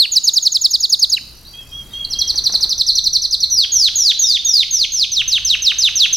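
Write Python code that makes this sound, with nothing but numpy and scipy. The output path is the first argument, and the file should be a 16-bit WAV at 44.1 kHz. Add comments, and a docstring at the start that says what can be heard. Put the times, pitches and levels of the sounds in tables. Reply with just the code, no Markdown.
"""Indoors by two bird cages: one canary trills in a fairly dry room, then another sings in a livelier one.
Each syllable is a near-pure whistle from the syrinx, sliding down in pitch.
Other birds call farther off, and a lamp whines on every mains cycle near the first cage.
Underneath lies a bed of low rumble, hum and room air, with a short rustle in the cage."""
import sys
import numpy as np
from scipy import signal
from scipy.fft import rfft, irfft
from scipy.io import wavfile
from scipy.ndimage import uniform_filter1d, minimum_filter1d, map_coordinates

SR = 44100
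rng = np.random.default_rng(int(sys.argv[2]) if len(sys.argv) > 2 else 0)


def unload_wav(signal):
    """Save mono or channel-first audio to the path in sys.argv[1] as 16-bit WAV at rate SR, clipped to [-1, 1]."""
    wavfile.write(
        sys.argv[1],
        SR,
        np.round(np.clip(np.atleast_2d(signal).T, -1, 1) * 32767).astype(np.int16),
    )


N = 271656
PREROLL = SR // 2   # samples of song before time zero, whose echoes still ring

# fader rides for the bed: t/s, rumble level/dB, room air level/dB
BED_RIDE = [(0, -54, -51), (.86, -54, -53.5), (1.44, -48.5, -49.5), (2.02, -38.5, -45), (2.33, -38, -45),
            (2.65, -40, -42.5), (2.88, -43.5, -51), (3.9, -43.5, -49.5), (4.5, -48, -51.5),
            (5.05, -47, -53), (5.4, -44, -49.5), (6.16, -43, -47)]
# fader rides for the hum, a low murmur of air and the lamp: t/s, level/dB
HUM_RIDE = [(0, -12), (1, -4), (2, -1), (3.6, -6), (4.8, -4), (5.3, 5), (6.16, 2)]
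MURMUR_RIDE = [(0, -68), (.8, -60), (1.2, -53), (2.2, -53), (2.8, -59), (3.4, -68), (6.16, -64)]
LAMP_RIDE = [(0, -7), (1.1, -3), (1.4, -1), (1.9, -2), (2.3, -3), (2.6, -30)]
# noise colours: f/Hz, level/dB
RUMBLE_EQ = [(8.8, -32), (15, 1), (32, -0.5), (59, 2), (69, -1.5), (86, -11.5), (123, -7), (200, -19),
             (260, -46.5), (440, -120)]
AIR_EQ = [(120, -0.5), (300, -5), (700, -10.5), (1300, -11.5), (2000, -17), (7000, -21), (10000, -21),
          (16000, -25)]
# tones of the hum and the lamp, ahead of their faders: f/Hz, level/dB
HUM_TONES = [(59.2, -51), (118.4, -56.5)]
LAMP_TONES = [(9700, -50.5), (12930, -49)]
# soft knocks in the cage: t/s, level/dB
KNOCKS = [(2.342, -35.5), (2.496, -32.5), (2.538, -31.5), (2.599, -38), (2.649, -38.5)]

# reverbs: direct/dB, tail/dB, mid t60/s, treble t60/s, early echoes/dB, early t60/s, width/dB
DRY_REVERB = 0, -16, 1.0, .6, -19, 0.13, -6
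LIVE_REVERB = 0, -7.5, .75, .5, -11, .05, -6
FAR_REVERB = -7, -3, .55, 0.35, -7, 0.15, -6
NEIGHBOUR_REVERB = -1.5, -8, .6, .5, -8, .10, -6
# single reflections close to the second cage: delay/s, gain
CAGE_TAPS = [(.00322, .2), (.00385, -.35), (.00594, .2), (.0100, .15)]

# a neighbouring bird's whistles: t/s, length/s, level/dB
NEIGHBOUR_CUES = [(1.532, .10, -34), (1.714, .116, -30), (1.93, .13, -24.5), (2.145, .145, -26)]
# far calls, and pips by the second cage: t/s, length/s, first f/Hz, last f/Hz, level/dB, change/dB
FAR_CUES = [(1.33, .17, 5900, 5800, -49, -4), (1.41, .07, 3250, 3280, -56, 5),
            (1.447, .075, 3700, 4750, -34, -7), (1.49, .09, 5200, 6150, -48, -4),
            (1.515, .015, 2000, 2000, -53, 1), (1.525, .03, 2700, 2500, -42, -3),
            (1.575, .03, 2650, 2600, -46, -1), (1.62, .02, 2000, 2000, -54, -1),
            (1.635, .03, 2650, 2550, -46, -1), (1.69, .04, 2550, 2500, -50, -1),
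            (1.665, .15, 4300, 6050, -45, -2), (1.865, .03, 3500, 4100, -44, -2),
            (1.90, .03, 3300, 3800, -40, -2), (1.93, .10, 4250, 4330, -43, -1),
            (1.91, .06, 6450, 6000, -45, -2), (1.97, .07, 5400, 6500, -49, -2),
            (1.93, .19, 2800, 2800, -46, -6), (1.93, .18, 2200, 2150, -57, -6),
            (2.83, .04, 2000, 1900, -55, -1), (3.17, .03, 2400, 2300, -55, -1),
            (3.22, .03, 1950, 1900, -55, -1), (3.42, .03, 2250, 2200, -51, -1)]
PIP_CUES = [(4.145, .035, 3750, 4050, -19, 3), (4.235, .023, 3680, 3700, -15, -.3),
            (4.30, .03, 3630, 3610, -22, 4), (4.385, .03, 3640, 3600, -17, -4),
            (4.455, .025, 3620, 3630, -18, -.3), (4.495, .025, 3610, 3610, -22, -.3),
            (4.55, .04, 3620, 3620, -27, -.3)]

# canary slides: t/s, slide length/s, top f/Hz, bottom f/Hz, haste (over 1 falls early), level/dB
TRILL_CUES = [(0.115, .063, 6920, 3850, .7, -8), (0.233, .059, 6920, 3000, .75, -8),
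              (0.331, .052, 6830, 3000, 1.01, -8.5), (0.422, .053, 6790, 3000, .95, -8.5),
              (0.517, .050, 6830, 3000, 1.05, -9), (0.611, .051, 6850, 3000, .92, -8.5),
              (0.704, .052, 6770, 3000, .98, -8.5), (0.799, .053, 6790, 3000, 1.05, -10),
              (0.893, .051, 6750, 3000, 1.02, -9), (0.989, .055, 6620, 3000, 1.14, -8.5),
              (1.094, .050, 6750, 3800, 1.22, -10.5)]
LONG_CUES = [(3.718, .167, 6650, 1300, .99, -8.5), (3.954, .163, 6650, 1400, .95, -7),
             (4.189, .182, 6650, 1700, 1.07, -9), (4.446, .185, 6590, 1900, 1.15, -9),
             (4.708, .139, 6510, 2000, .9, -10.5), (4.919, .126, 6490, 2250, .87, -11)]
# the second bird's fast trill: t/s, level/dB
FAST_CUES = [(2.186, -13), (2.273, -12.5), (2.355, -11.5), (2.437, -11), (2.521, -10), (2.606, -10.2),
             (2.691, -10.5), (2.778, -10), (2.864, -10), (2.951, -11), (3.038, -10.5), (3.128, -11.5),
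             (3.218, -11.5), (3.308, -10.5), (3.401, -11.5)]
# its closing bent slides: t/s, slide length/s, top f/Hz, level/dB
BENT_CUES = [(5.116, .091, 6240, -9.5), (5.277, .093, 6360, -9), (5.447, .093, 6260, -9),
             (5.619, .088, 6300, -9), (5.782, .094, 6350, -8), (5.954, .094, 6380, -7.5),
             (6.126, .093, 6340, -7.5)]
# notes drawn point by point: t/s, f/Hz, level/dB
FRAMING_NOTES = [
    [(-.11, 6900, -16), (-.02, 4900, -14), (0, 4450, 0), (.02, 4000, -11.5), (.036, 3550, -2.5),
     (.055, 2750, -1), (.062, 1200, -20.5)],
    [(1.163, 3300, 1), (1.172, 2900, 0.5), (1.180, 2400, -6), (1.188, 1300, -10.5)],
]   # deep notes either side of the first bird's trill
OPENING_NOTES = [
    [(2.044, 4750, -20), (2.049, 4500, -16), (2.054, 3800, -16.5)],
    [(2.098, 6050, -30), (2.110, 5850, -17), (2.128, 5000, -14), (2.136, 4400, -12), (2.142, 3600, -18)],
]   # the second bird's two pickups
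SHELF_NOTE = [(3.499, 6400, -12), (3.514, 5950, -11), (3.540, 5800, -10), (3.567, 5300, -9),
              (3.614, 4000, -9), (3.635, 3500, -9), (3.646, 3100, -9), (3.648, 1900, -9), (3.653, 1250, -9)]   # lingers, then falls, to open the long slides
# pitch envelopes: ladder [share of length, f/Hz], top hold/s, plunge [t/s after ladder, share of drop]
TRILL_BEND = [(.44, 6000), (.73, 5000), (1, 4000)], .007, [(.006, .45), (.010, 1)]
FAST_BEND = [(.40, 5500), (.70, 4800), (1, 4300)], .004, [(.007, .40), (.011, 1)]
LONG_BEND = ([(.26, 6000), (.49, 5300), (.68, 4600), (.83, 4000), (.94, 3500), (1, 3100)],
             .012, [(.002, .67), (.007, 1)])
BENT_BEND = ([(.20, 6000), (.435, 5000), (.61, 4000), (.84, 3500), (1, 3000)],
             .006, [(.009, .22), (.017, 1)])
# how loud each pitch sounds, coloured by the bird and nearby reflections: f/Hz, added level/dB
TRILL_EQ = [(1200, -26), (2000, -21), (2600, -13), (3300, -13), (3900, 2.5), (4500, 6), (5200, 1.5),
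            (5650, -8), (5950, -17), (6350, -4), (6900, -2.5)]
FAST_EQ = [(3100, -12), (3650, -4), (4000, 3), (4200, 7), (4600, -1), (5200, -6), (5700, -6), (6050, -3)]
LONG_EQ = [(1300, -16), (1900, -21), (2500, -8.5), (3000, -3), (3500, -2), (4200, 1), (4800, -2),
           (5400, -5), (5850, -1.5), (6200, -5), (6650, -3.5)]
BENT_EQ = [(900, -23), (1500, -16), (2100, -13), (2700, -3), (3200, -2), (3800, 2), (4300, -1), (5000, -6),
           (5700, -8), (6350, -2)]
FLAT_EQ = [(1000, 0), (8000, 0)]
# harmonics 2, 3 and 4 against a fundamental at 5 kHz: level/dB
TRILL_HARMONICS = (-24.5, -27, -46)
FAST_HARMONICS = (-27, -29, -42)
SLIDE_HARMONICS = (-28, -30, -39)


def amp(db):
    """Decibels to gain."""
    return 10 ** (np.asarray(db) / 20)


def eq_db(curve, hz):
    """Read an EQ curve on a log frequency axis."""
    curve_hz, db = np.transpose(curve)
    return np.interp(np.log(np.maximum(hz, 1)), np.log(curve_hz), db)


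def ride(rows):
    """Each fader's position at every sample."""
    times, *faders = np.transpose(rows)
    return [np.interp(np.arange(N) / SR, times, fader) for fader in faders]


def drift(rate_hz, count):
    """A smooth random wobble with a spread of about 1."""
    knots = rng.standard_normal(int(count / SR * rate_hz) + 3)
    return map_coordinates(knots, [np.arange(count) / SR * rate_hz], order=3)


def pass_filter(x, kind, hz, order):
    """Butterworth low-pass or high-pass."""
    return signal.sosfilt(signal.butter(order, hz, kind, fs=SR, output="sos"), x)


def widen(mid, side, side_db):
    """Mid and side to left and right."""
    return mid + amp(side_db) * side * np.array([[1], [-1]])


def noise(eq, side_db):
    """Stereo noise coloured by an EQ curve, at rms 1."""
    gain = amp(eq_db(eq, np.arange(N // 2 + 1) * SR / N))
    mid, side = irfft(rfft(rng.standard_normal((2, N))) * gain, N)
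    stereo = widen(mid, side, side_db)
    return stereo / np.sqrt(np.mean(stereo ** 2) + 1e-20)


def room(x, reverb):
    """Direct sound, dense early echoes and a tail that dies sooner in the treble; trims the preroll."""
    direct_db, tail_db, mid_t60, treble_t60, early_db, early_t60, side_db = reverb
    t = np.arange(SR) / SR

    def decay(t60):
        return rng.standard_normal((2, SR)) * amp(-60 * t / t60) * np.sqrt(2 * np.log(1000) / (t60 * SR))

    tail = pass_filter(decay(mid_t60), "low", 4000, 2) + pass_filter(decay(treble_t60), "high", 4000, 2)
    echoes = (amp(tail_db) * tail + amp(early_db) * decay(early_t60)) * np.clip(t / .003, 0, 1)
    echoes = pass_filter(echoes, "low", 15000, 1)   # air and curtains dull the echoes
    mid, side = signal.fftconvolve(x[None], echoes, axes=1)[:, PREROLL:PREROLL + N]
    side = side + 1.5 * pass_filter(side, "high", 7000, 2)   # short waves differ more from left to right
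    return amp(direct_db) * x[PREROLL:] + widen(mid, side, side_db)


def room_tone():
    """The bed: wavering hum, lumpy rumble, mic hiss, room air and a murmur swelling between the songs."""
    t = np.arange(N) / SR
    rumble_db, air_db = ride(BED_RIDE)
    hum = sum(amp(db + 3 * drift(9, N)) * np.sin(2 * np.pi * hz * t) for hz, db in HUM_TONES)
    hum *= amp(ride(HUM_RIDE)[0])
    rumble = amp(rumble_db + 1.5 * drift(6, N)) * noise(RUMBLE_EQ, side_db=-11)
    rumble *= amp([[1.5], [-1.5]])   # leans left
    hiss = amp(-64) * noise([(3000, -30), (6000, 0), (16000, -4)], side_db=-4)
    murmur_gain = amp(ride(MURMUR_RIDE)[0] + 2.5 * drift(8, N))
    murmur = murmur_gain * noise([(60, -30), (100, 0), (300, -4), (500, -25)], side_db=-17)
    air = amp(air_db) * noise(AIR_EQ, side_db=-18)
    return hum + rumble + murmur + hiss + air


def lamp_whine(mains_hz=50, offset_s=.008):
    """Two thin tones that retrigger and sound for half of each mains cycle."""
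    cycle_s = (np.arange(N) / SR - offset_s) % (1 / mains_hz)
    tones = sum(amp(db) * np.sin(2 * np.pi * hz * cycle_s) for hz, db in LAMP_TONES)
    gate = cycle_s < .5 / mains_hz
    return tones * gate * amp(ride(LAMP_RIDE)[0])


def cage_rustle(t60=.08):
    """Soft knocks in the cage: short, dull puffs of noise."""
    hits = np.zeros(N)
    for start, db in KNOCKS:
        hits[round(start * SR)] = amp(db)
    envelope = signal.lfilter([1], [1, -amp(-60 / (t60 * SR))], hits + 1e-18)
    return envelope * noise([(150, -3), (320, 4), (1000, 1.5), (2000, -8.5), (5000, -20)], side_db=-24.5)


def whistle(notes, pitch_colour, harmonics_db, attack_s, waver_db, release_s=.003, haze_db=-33):
    """The syrinx sings a slightly unsteady sine with weak harmonics; an EQ curve sets level by pitch."""
    track = np.zeros(PREROLL + N + SR)
    for note in notes:
        times, hz, db = np.transpose(note)
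        span = np.arange(round(times[0] * SR), round(times[-1] * SR))
        t, count = span / SR, len(span)
        pitch = uniform_filter1d(np.interp(t, times, hz), 151, mode="nearest")   # muscles round corners
        pitch *= 1 + .004 * drift(250, count)
        phase = 2 * np.pi * (np.cumsum(pitch) / SR + rng.random())
        fades = np.clip((t - times[0]) / attack_s, 0, 1) * np.clip((times[-1] - t) / release_s, 0, 1)
        level_db = np.interp(t, times, db) + eq_db(pitch_colour, pitch) + waver_db * drift(120, count)
        level = fades * amp(level_db)
        # a faint high hiss that swells with the loudest notes
        haze = amp(haze_db) * level * pass_filter(rng.standard_normal(count), "high", 7500, 4)
        voice = np.sin(phase) + haze
        beak_lift = (pitch / 5000) ** 1.2   # an open beak favours the harmonics of high notes
        for k, harmonic_db in enumerate(harmonics_db, start=2):
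            gain = amp(harmonic_db + 3 * drift(200, count)) * beak_lift
            voice += gain * np.sin(k * phase) * (k * pitch < .45 * SR)
        track[span + PREROLL] += level * voice
    return track[:PREROLL + N]


def glide(start, length, first_hz, last_hz, db, change_db):
    """A call that covers most of its glide early, then settles."""
    knee = (start + .3 * length, first_hz + .8 * (last_hz - first_hz), db + .3 * change_db)
    return [(start, first_hz, db), knee, (start + length, last_hz, db + change_db)]


def arch(start, length, db, base_hz=3200, rise_hz=120):
    """A nearly flat note that lifts a little and falls back."""
    crest = (start + .55 * length, base_hz + rise_hz, db)
    return [(start, base_hz, db - .5), crest, (start + length, base_hz, db - .5)]


def twitter(count=140, from_s=1.5, to_s=2.4, low_hz=2400, high_hz=6500, note_s=.015):
    """A blur of far birds: tiny notes at random times and pitches, each gliding up or down."""
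    notes = []
    for when, height, bend, strength in rng.random((count, 4)):
        start = from_s + (to_s - from_s) * when
        first_hz = low_hz * (high_hz / low_hz) ** height
        last_hz = first_hz * (1 + .6 * (bend - .5))
        notes.append(glide(start, note_s, first_hz, last_hz, db=-48 + 4 * (strength - .5), change_db=-2))
    return notes


def other_birds():
    """The supporting voices: a neighbour's whistles, fluttering far calls and soft close pips."""
    neighbour = whistle([arch(*cue) for cue in NEIGHBOUR_CUES], FLAT_EQ, (), attack_s=.008, waver_db=2.5)
    far_notes = [glide(*cue) for cue in FAR_CUES] + twitter()
    far = whistle(far_notes, FLAT_EQ, (), attack_s=.008, waver_db=3)
    pips = whistle([glide(*cue) for cue in PIP_CUES], FLAT_EQ, (), attack_s=.006, waver_db=1.5)
    return room(neighbour, NEIGHBOUR_REVERB) + room(pips, LIVE_REVERB) + room(far, FAR_REVERB)


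def slide(bend, start, length, top_hz, bottom_hz, haste, db):
    """A canary syllable holds its top note, slides down a ladder of pitches and ends in a plunge."""
    ladder, hold_s, plunge = bend
    last_hz = ladder[-1][1]
    points = [(0, top_hz), (hold_s, top_hz)]
    points += [(length * share ** haste, hz) for share, hz in ladder]
    points += [(length + s, last_hz + share * (bottom_hz - last_hz)) for s, share in plunge]
    return [(start + s, hz, db) for s, hz in points]


def first_canary():
    """A trill of falling whistles between two deep notes, in the drier room."""
    notes = FRAMING_NOTES + [slide(TRILL_BEND, *cue) for cue in TRILL_CUES]
    return room(whistle(notes, TRILL_EQ, TRILL_HARMONICS, attack_s=.009, waver_db=1.3), DRY_REVERB)


def second_canary():
    """Fast trill, long slides and bent slides in the livelier room; close reflections make them beat."""
    fast = []
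    for start, db in FAST_CUES:
        length = .0305 + .003 * (start - FAST_CUES[0][0])   # syllables stretch as the trill goes on
        fast.append(slide(FAST_BEND, start, length, top_hz=6070, bottom_hz=3100, haste=1, db=db))
    long = [slide(LONG_BEND, *cue) for cue in LONG_CUES]
    bent = [slide(BENT_BEND, start, length, top_hz, bottom_hz=950, haste=1, db=db)
            for start, length, top_hz, db in BENT_CUES]
    phrases = [(OPENING_NOTES + fast, FAST_EQ, FAST_HARMONICS),
               ([SHELF_NOTE] + long, LONG_EQ, SLIDE_HARMONICS),
               (bent, BENT_EQ, SLIDE_HARMONICS)]
    song = sum(whistle(*phrase, attack_s=.004, waver_db=2.5) for phrase in phrases)
    reflections = sum(gain * np.roll(song, round(delay * SR)) for delay, gain in CAGE_TAPS)
    return room(song, LIVE_REVERB) + reflections[PREROLL:]


def scene():
    """The mix: birds panned a little right, over lamp, room tone and rustle."""
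    birds = first_canary() + second_canary() + other_birds()
    return birds * amp([[-.76], [.76]]) + lamp_whine() + room_tone() + cage_rustle()


def record(dry):
    """The master: a quick limiter holds the peaks, then a steep low-pass cuts the top."""
    ceiling, cutoff_hz = .86, 15900
    allowed = np.minimum(1, ceiling / (np.abs(dry).max(0) + 1e-9))
    gain = uniform_filter1d(minimum_filter1d(allowed, size=181), size=91)
    return signal.sosfilt(signal.ellip(12, .5, 80, cutoff_hz, fs=SR, output="sos"), dry * gain)


dry = scene()
out = record(dry)
unload_wav(out)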